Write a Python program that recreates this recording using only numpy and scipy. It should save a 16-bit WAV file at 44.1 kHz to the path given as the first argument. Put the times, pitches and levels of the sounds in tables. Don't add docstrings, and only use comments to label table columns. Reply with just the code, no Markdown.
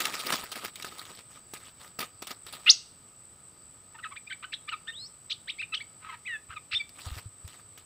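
import sys
import numpy as np
from scipy import signal
from scipy.fft import rfft, irfft, next_fast_len
from scipy.io import wavfile
from scipy.ndimage import uniform_filter1d, map_coordinates

SR = 44100
rng = np.random.default_rng(int(sys.argv[2]) if len(sys.argv) > 2 else 0)


def unload_wav(signal):
    wavfile.write(
        sys.argv[1],
        SR,
        np.round(np.clip(np.atleast_2d(signal).T, -1, 1) * 32767).astype(np.int16),
    )


N = 346185
TIME = np.arange(N) / SR


def amp(db):
    return 10 ** (np.asarray(db) / 20)


def unit(x):
    return x / np.sqrt(np.mean(x ** 2) + 1e-20)


def noise():
    return rng.standard_normal(N)


def along(points, hz):
    f, value = np.transpose(points)
    return np.interp(np.log(hz + 1), np.log(f + 1), value)


def wobble(rate, size=N):
    points = rng.standard_normal(int(size * rate / SR) + 4)
    return map_coordinates(points, [np.arange(size) * rate / SR])


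def filtered(x, response):
    size = next_fast_len(N + SR // 2)
    return irfft(rfft(x, size) * response(np.fft.rfftfreq(size, 1 / SR)), size)[..., :N]


def peak(f, hz, width_hz):
    return 1j * f * width_hz / (hz * hz - f * f + 1j * f * width_hz)


# f/Hz, level/dB
AIR_COLOUR = [(25, -21.5), (100, -4.5), (250, -13.5), (2000, -24), (5500, -27), (9800, -30), (13000, -40)]
def air(db):
    return amp(db) * unit(filtered(noise(), lambda f: amp(along(AIR_COLOUR, f))))


# f/Hz, width/Hz, relative level/dB
INSECT_BANDS = [(8025, 98, -19), (8367, 140, -3)]
def insects():
    bands = filtered(noise(), lambda f: sum(amp(db) * peak(f, hz, w) for hz, w, db in INSECT_BANDS))
    buzz = filtered(bands, lambda f: peak(f, 7848, 670) ** 3)
    pulse = 1 + 0.18 * np.sin(2 * np.pi * np.cumsum(66 + 0.6 * wobble(5.4)) / SR)
    far = filtered(noise(), lambda f: peak(f, 4710, 400) ** 2)
    return amp(-55 + 1.2 * wobble(15)) * unit(buzz * pulse) + amp(-77 + 4 * wobble(8)) * unit(far)


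# f/Hz, t/s
ECHO_FADE = [(1000, 0.37), (4000, 0.42), (9000, 0.34)]
def tree_echoes(x):
    hz, t, spectrum = signal.stft(rng.standard_normal(SR // 2), SR, nperseg=256)
    fade = amp(-60 * t / along(ECHO_FADE, hz)[:, None])
    tail = signal.istft(spectrum * fade, SR, nperseg=256)[1]
    tail *= 1 + 5 * np.exp(-np.arange(len(tail)) / 900)
    return signal.fftconvolve(np.pad(x, (120, 0)), tail / np.linalg.norm(tail))[:N]


# t/s, level/dB
WING_STROKES = [(6.501, -46), (6.742, -46.5), (7.072, -31), (7.123, -30.5), (7.173, -36), (7.265, -35.5),
                (7.453, -36)]
def wing_puffs(rise_s=0.007):
    out, age = np.zeros(N), TIME[:3000]
    swell = np.e * age / rise_s * np.exp(-age / rise_s)
    for start, db in WING_STROKES:
        hz = 88 * amp(rng.normal(0, 1.0))
        out[round((start - .008) * SR):][:len(age)] += amp(db) * swell * np.sin(2 * np.pi * hz * age)
    return out


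# t/s, length/s, relative level/dB
RUSTLE_BOUTS = [(0, 0.43, -42), (0.513, 0.15, -46.5), (0.776, 0.41, -50.5), (1.32, 0.06, -56.5),
                (1.538, 0.071, -57.5), (1.665, 0.022, -54.5), (1.82, 0.052, -50.5), (2.47, 0.28, -56.5),
                (6.99, 0.206, -49), (7.47, 0.12, -56.5)]
def feather_rustle(fade_db_per_s=380):
    strength = np.zeros(N)
    for start, length, db in RUSTLE_BOUTS:
        outside_s = np.clip(np.maximum(start - TIME, TIME - start - length), 0, None)
        strength += amp(db - fade_db_per_s * outside_s)
    return strength


# t/s, relative level/dB
WIRE_FLICKS = [(0.0538, -10.5), (0.7576, -21.5), (0.824, -18), (0.9836, -25.5), (0.9942, -22),
               (1.0535, -29), (1.1513, -31.5), (1.5355, -34), (1.9916, -20.5), (2.0124, -21),
               (6.8924, -31.5), (6.998, -34), (7.114, -31.5), (7.4774, -27)]
def wire_flicks():
    clicks, snap = np.zeros((2, N))
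    for start, db in WIRE_FLICKS:
        span = slice(round(start * SR), round(start * SR) + SR // 10)
        clicks[span.start] = amp(db + 5)
        snap[span] += amp(db - 14 - 60 * (TIME[span] - start) / .025)
    return clicks, snap


# t/s, relative level/dB, extra level for the thud/dB
WING_SLAPS = [(0.0024, -16, -12), (0.0174, -21, -35), (0.0535, -24.5, -18), (0.137, -28, -33),
              (0.1935, -24.5, -10), (0.2655, -21, -33.5), (0.2993, -23, -42), (0.3215, -17.5, -20),
              (0.353, -27, -22), (0.437, -29, -1.5), (0.5164, -23.5, -35), (0.555, -29, -28),
              (0.6464, -30, -2), (0.845, -25, -3), (1.536, -28.5, -2.5), (1.989, -24, -2.5),
              (2.002, -22.5, -9), (2.028, -29, -9.5), (2.22, -28.5, -43), (2.2691, -25, -47),
              (2.3048, -32, -39), (2.464, -34.5, -17.5), (2.5245, -28, -37), (7.1821, -34.5, -10.5),
              (7.775, -36, -20)]
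def wing_slaps():
    snap, tail, thud = np.zeros((3, N))
    for start, db, thud_db in WING_SLAPS:
        span = slice(round(start * SR), round(start * SR) + SR // 3)
        age = TIME[span] - start
        rise = np.clip(age / .0025, 0, 1)
        snap[span] += amp(db - 8 - 60 * age / 0.05) * rise
        tail[span] += amp(db - 14 - 60 * age / 0.16) * rise
        thud[span] += amp(db + thud_db - 6.5 - 60 * age / 0.03)
    return snap, tail, thud


# f/Hz, level/dB
MESH_COLOUR = [(40, -38), (160, -0.5), (600, -6), (3800, -6), (9300, -13), (13000, -18.5)]
# f/Hz, width/Hz, relative level/dB
WIRE_RINGS = [(3690, 50, -3.5), (4680, 120, -5), (7460, 130, -15.5), (9280, 250, -4.5)]
def mesh(f):
    ringing = sum(amp(db) * peak(f, hz, width) for hz, width, db in WIRE_RINGS)
    return amp(along(MESH_COLOUR, f)) * (1 + ringing)


def shifting_contact(x, depth_db):
    spectrum = signal.stft(x, nperseg=256)[2]
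    patches = rng.standard_normal(spectrum.shape)
    for axis in (0, 1):
        patches = uniform_filter1d(patches, size=8, axis=axis)
    return signal.istft(spectrum * amp(depth_db * unit(patches)), nperseg=256)[1][:N]


def cage():
    slap_snap, slap_tail, thud = wing_slaps()
    clicks, flick_snap = wire_flicks()
    rubbing = (slap_tail + feather_rustle()) * amp(2.14 * wobble(60))
    mesh_gain = np.std(filtered(noise(), mesh))
    grit = unit(noise() * amp(5 * wobble(1500)))
    snaps = (slap_snap + flick_snap) * noise() * amp(1.6 * wobble(550)) / mesh_gain
    hits = filtered(snaps + clicks, lambda f: mesh(f) / (1 + (900 / (f + 1)) ** 4))
    dull_noise = unit(filtered(noise(), lambda f: peak(f, 350, 1200) ** 2))
    scratch = filtered(rubbing * grit / mesh_gain, lambda f: mesh(f) * peak(f, 1800, 9000))
    return shifting_contact(hits + scratch, depth_db=3) + thud * dull_noise


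def note_loudness(t, pitch, length, attack_s, release_s, throat_hz=4000):
    rise = np.clip((t - t[0]) / (attack_s + 0.22 * length), 0, 1)
    fall = np.clip((t[-1] - t) / (release_s + 0.0872 * length), 0, 1)
    loss_db = 3 * np.log2(pitch / throat_hz) ** 2
    return rise * fall * amp(loss_db.min() - loss_db)


def voice_tone(phase, pitch, mean_hz, db, second_db):
    overtone_db = second_db - 17 * np.clip(np.log2(pitch / mean_hz), -.3, None)
    step_db = 6 + abs(second_db) / 2
    muffle_db_per_hz = .00035 * -db
    tone = np.sin(phase)
    for k in range(2, 6):
        muffle_db = muffle_db_per_hz * np.clip(k * pitch - 3800, 0, None)
        tone += amp(overtone_db - step_db * (k - 2) - muffle_db) * np.sin(k * phase)
    if 1900 < mean_hz < 3800 or db > -22:
        tone += amp(-15.5) * (2500 / pitch) ** 2 * np.sin(1.5 * phase)
    return tone * np.sqrt(2 / (1 + amp(2 * overtone_db)))


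# [(t/s, f/Hz), ...]
BIRD_NOTES = [ (-18.5, 22.5, [(2.664, 1225), (2.678, 1453), (2.692, 1306)]), (-9.5, -28.5, [(2.69, 2970),
              (2.708, 5850), (2.717, 6820)]), (-46.5, -3, [(3.946, 953), (3.965, 860)]),
              (-46, -3.5, [(3.983, 1162), (3.992, 1565), (4.003, 1210)]), (-36.5, -5.5, [(4.03, 1908),
              (4.039, 1996), (4.052, 1288), (4.072, 1288)]), (-44.5, -3.5, [(4.111, 1000), (4.122, 1188),
              (4.136, 1020)]), (-41, -3, [(4.156, 970), (4.172, 2470), (4.182, 2310)]),
              (-40, -1, [(4.27, 2310), (4.283, 2510)]), (-35, -5, [(4.3, 1750), (4.304, 2285), (4.31, 1577),
              (4.322, 1503), (4.33, 2320), (4.338, 2260)]), (-38, 2.5, [(4.427, 1187), (4.432, 1480),
              (4.438, 880), (4.446, 1563), (4.454, 1440)]), (-32, -6, [(4.523, 2240), (4.527, 2870),
              (4.534, 1485), (4.54, 4170), (4.544, 3100), (4.549, 4100)]), (-31.5, 0.5, [(4.678, 1133),
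              (4.689, 1240), (4.695, 2860), (4.701, 2980)]), (-34, 1.5, [(4.718, 1470), (4.746, 1144)]),
              (-37.5, 2.5, [(4.872, 1403), (4.881, 1800), (4.909, 1843)]), (-44.5, -28.5, [(4.918, 2620),
              (4.96, 3580), (5.022, 4280), (5.045, 4310), (5.082, 6080)]), (-52.5, -23, [(4.99, 4980),
              (5.056, 5300)]), (-25, 4.5, [(5.3, 1880), (5.307, 4285), (5.315, 2160), (5.321, 3920),
              (5.325, 2770), (5.331, 4760)]), (-31.5, -2, [(5.476, 1510), (5.497, 2500), (5.506, 3950),
              (5.511, 2060)]), (-33.5, -3, [(5.585, 2110), (5.604, 2677), (5.613, 2560), (5.62, 1360)]),
              (-34, -15, [(5.621, 1440), (5.629, 2980), (5.634, 2384), (5.644, 2510)]),
              (-25, 10, [(5.724, 1340), (5.738, 1270), (5.746, 1880), (5.752, 3170), (5.759, 2770)]),
              (-30, 4, [(5.768, 3350), (5.774, 3350), (5.783, 2840)]), (-37, -3, [(5.801, 1625),
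              (5.812, 2320), (5.826, 2200)]), (-50, -3.5, [(6.008, 1255), (6.168, 1325)]),
              (-42, -2, [(6.089, 1122), (6.109, 990)]), (-45.5, -3, [(6.126, 880), (6.14, 987),
              (6.153, 860)]), (-34, -20.5, [(6.252, 2004), (6.268, 2646), (6.28, 2006), (6.34, 1787),
              (6.374, 1680)]), (-47, -5, [(6.49, 1128), (6.532, 1648), (6.545, 1224)]),
              (-40.5, 7.5, [(6.561, 1305), (6.582, 1153)]), (-26.5, 0, [(6.713, 1320), (6.722, 2900),
              (6.73, 1157), (6.738, 2900), (6.743, 1740), (6.752, 3535), (6.777, 3644), (6.783, 3050)]),
              (-31.5, -5, [(6.798, 2364), (6.819, 2270)]), ]
def song(attack_s=0.0083, release_s=0.0042):
    voice, breath = np.zeros((2, N))
    for db, second_db, path in BIRD_NOTES:
        times, hz = np.transpose(path)
        length, mean_hz = np.ptp(times), hz.mean()
        t = np.arange(times[0] - attack_s / 2, times[-1] + release_s / 2, 1 / SR)
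        pitch = uniform_filter1d(np.interp(t, times, hz), size=90, mode="nearest")
        level = amp(db) * note_loudness(t, pitch, length, attack_s, release_s)
        phase = 2 * np.pi * np.cumsum(pitch) / SR
        tone = voice_tone(phase, pitch, mean_hz, db, second_db)
        low = mean_hz < 1700
        churring = mean_hz < 1500 and length > .045
        if churring or (low and db > -22):
            tone *= 1 + .4 * np.cos(phase / 2)
        hoarse = .6 if churring else .14 if low else .02
        roughness = np.sqrt(1 - hoarse) + np.sqrt(hoarse) * wobble(900, size=len(t))
        start = round(t[0] * SR)
        voice[start:][:len(t)] += level * tone * roughness
        breath[start:][:len(t)] += level * np.sqrt(hoarse) * 2000 / pitch
    rasp = unit(filtered(noise(), lambda f: peak(f, 2100, 2800) ** 3 + amp(-34)))
    voice += amp(-9) * breath * rasp
    return filtered(voice, lambda f: 1 / (1 + (750 / (f + 1)) ** 8))


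# f/Hz, level/dB
WIDTH_COLOUR = [(60, -10), (1000, 3.5), (4000, 1), (14000, -12.5)]
def scene():
    voice, scrabble = song(), cage()
    middle = voice + amp(-11) * tree_echoes(voice) + scrabble + wing_puffs() + insects() + air(db=-60.5)
    width = amp(-36) * np.roll(scrabble, 300) + amp(-44) * tree_echoes(voice) + air(db=-69)
    side = filtered(width, lambda f: amp(along(WIDTH_COLOUR, f)))
    return np.array([middle + side, middle - side])


def record(dry, top_hz=15600):
    def housing(f):
        return 1 + 2.3 * peak(f, 1250, 60) - 0.65 * peak(f, 6300, 600) + 2.1 * peak(f, 14950, 1200)
    return filtered(dry, lambda f: housing(f) * (f < top_hz))


dry = scene()
out = record(dry)
unload_wav(out)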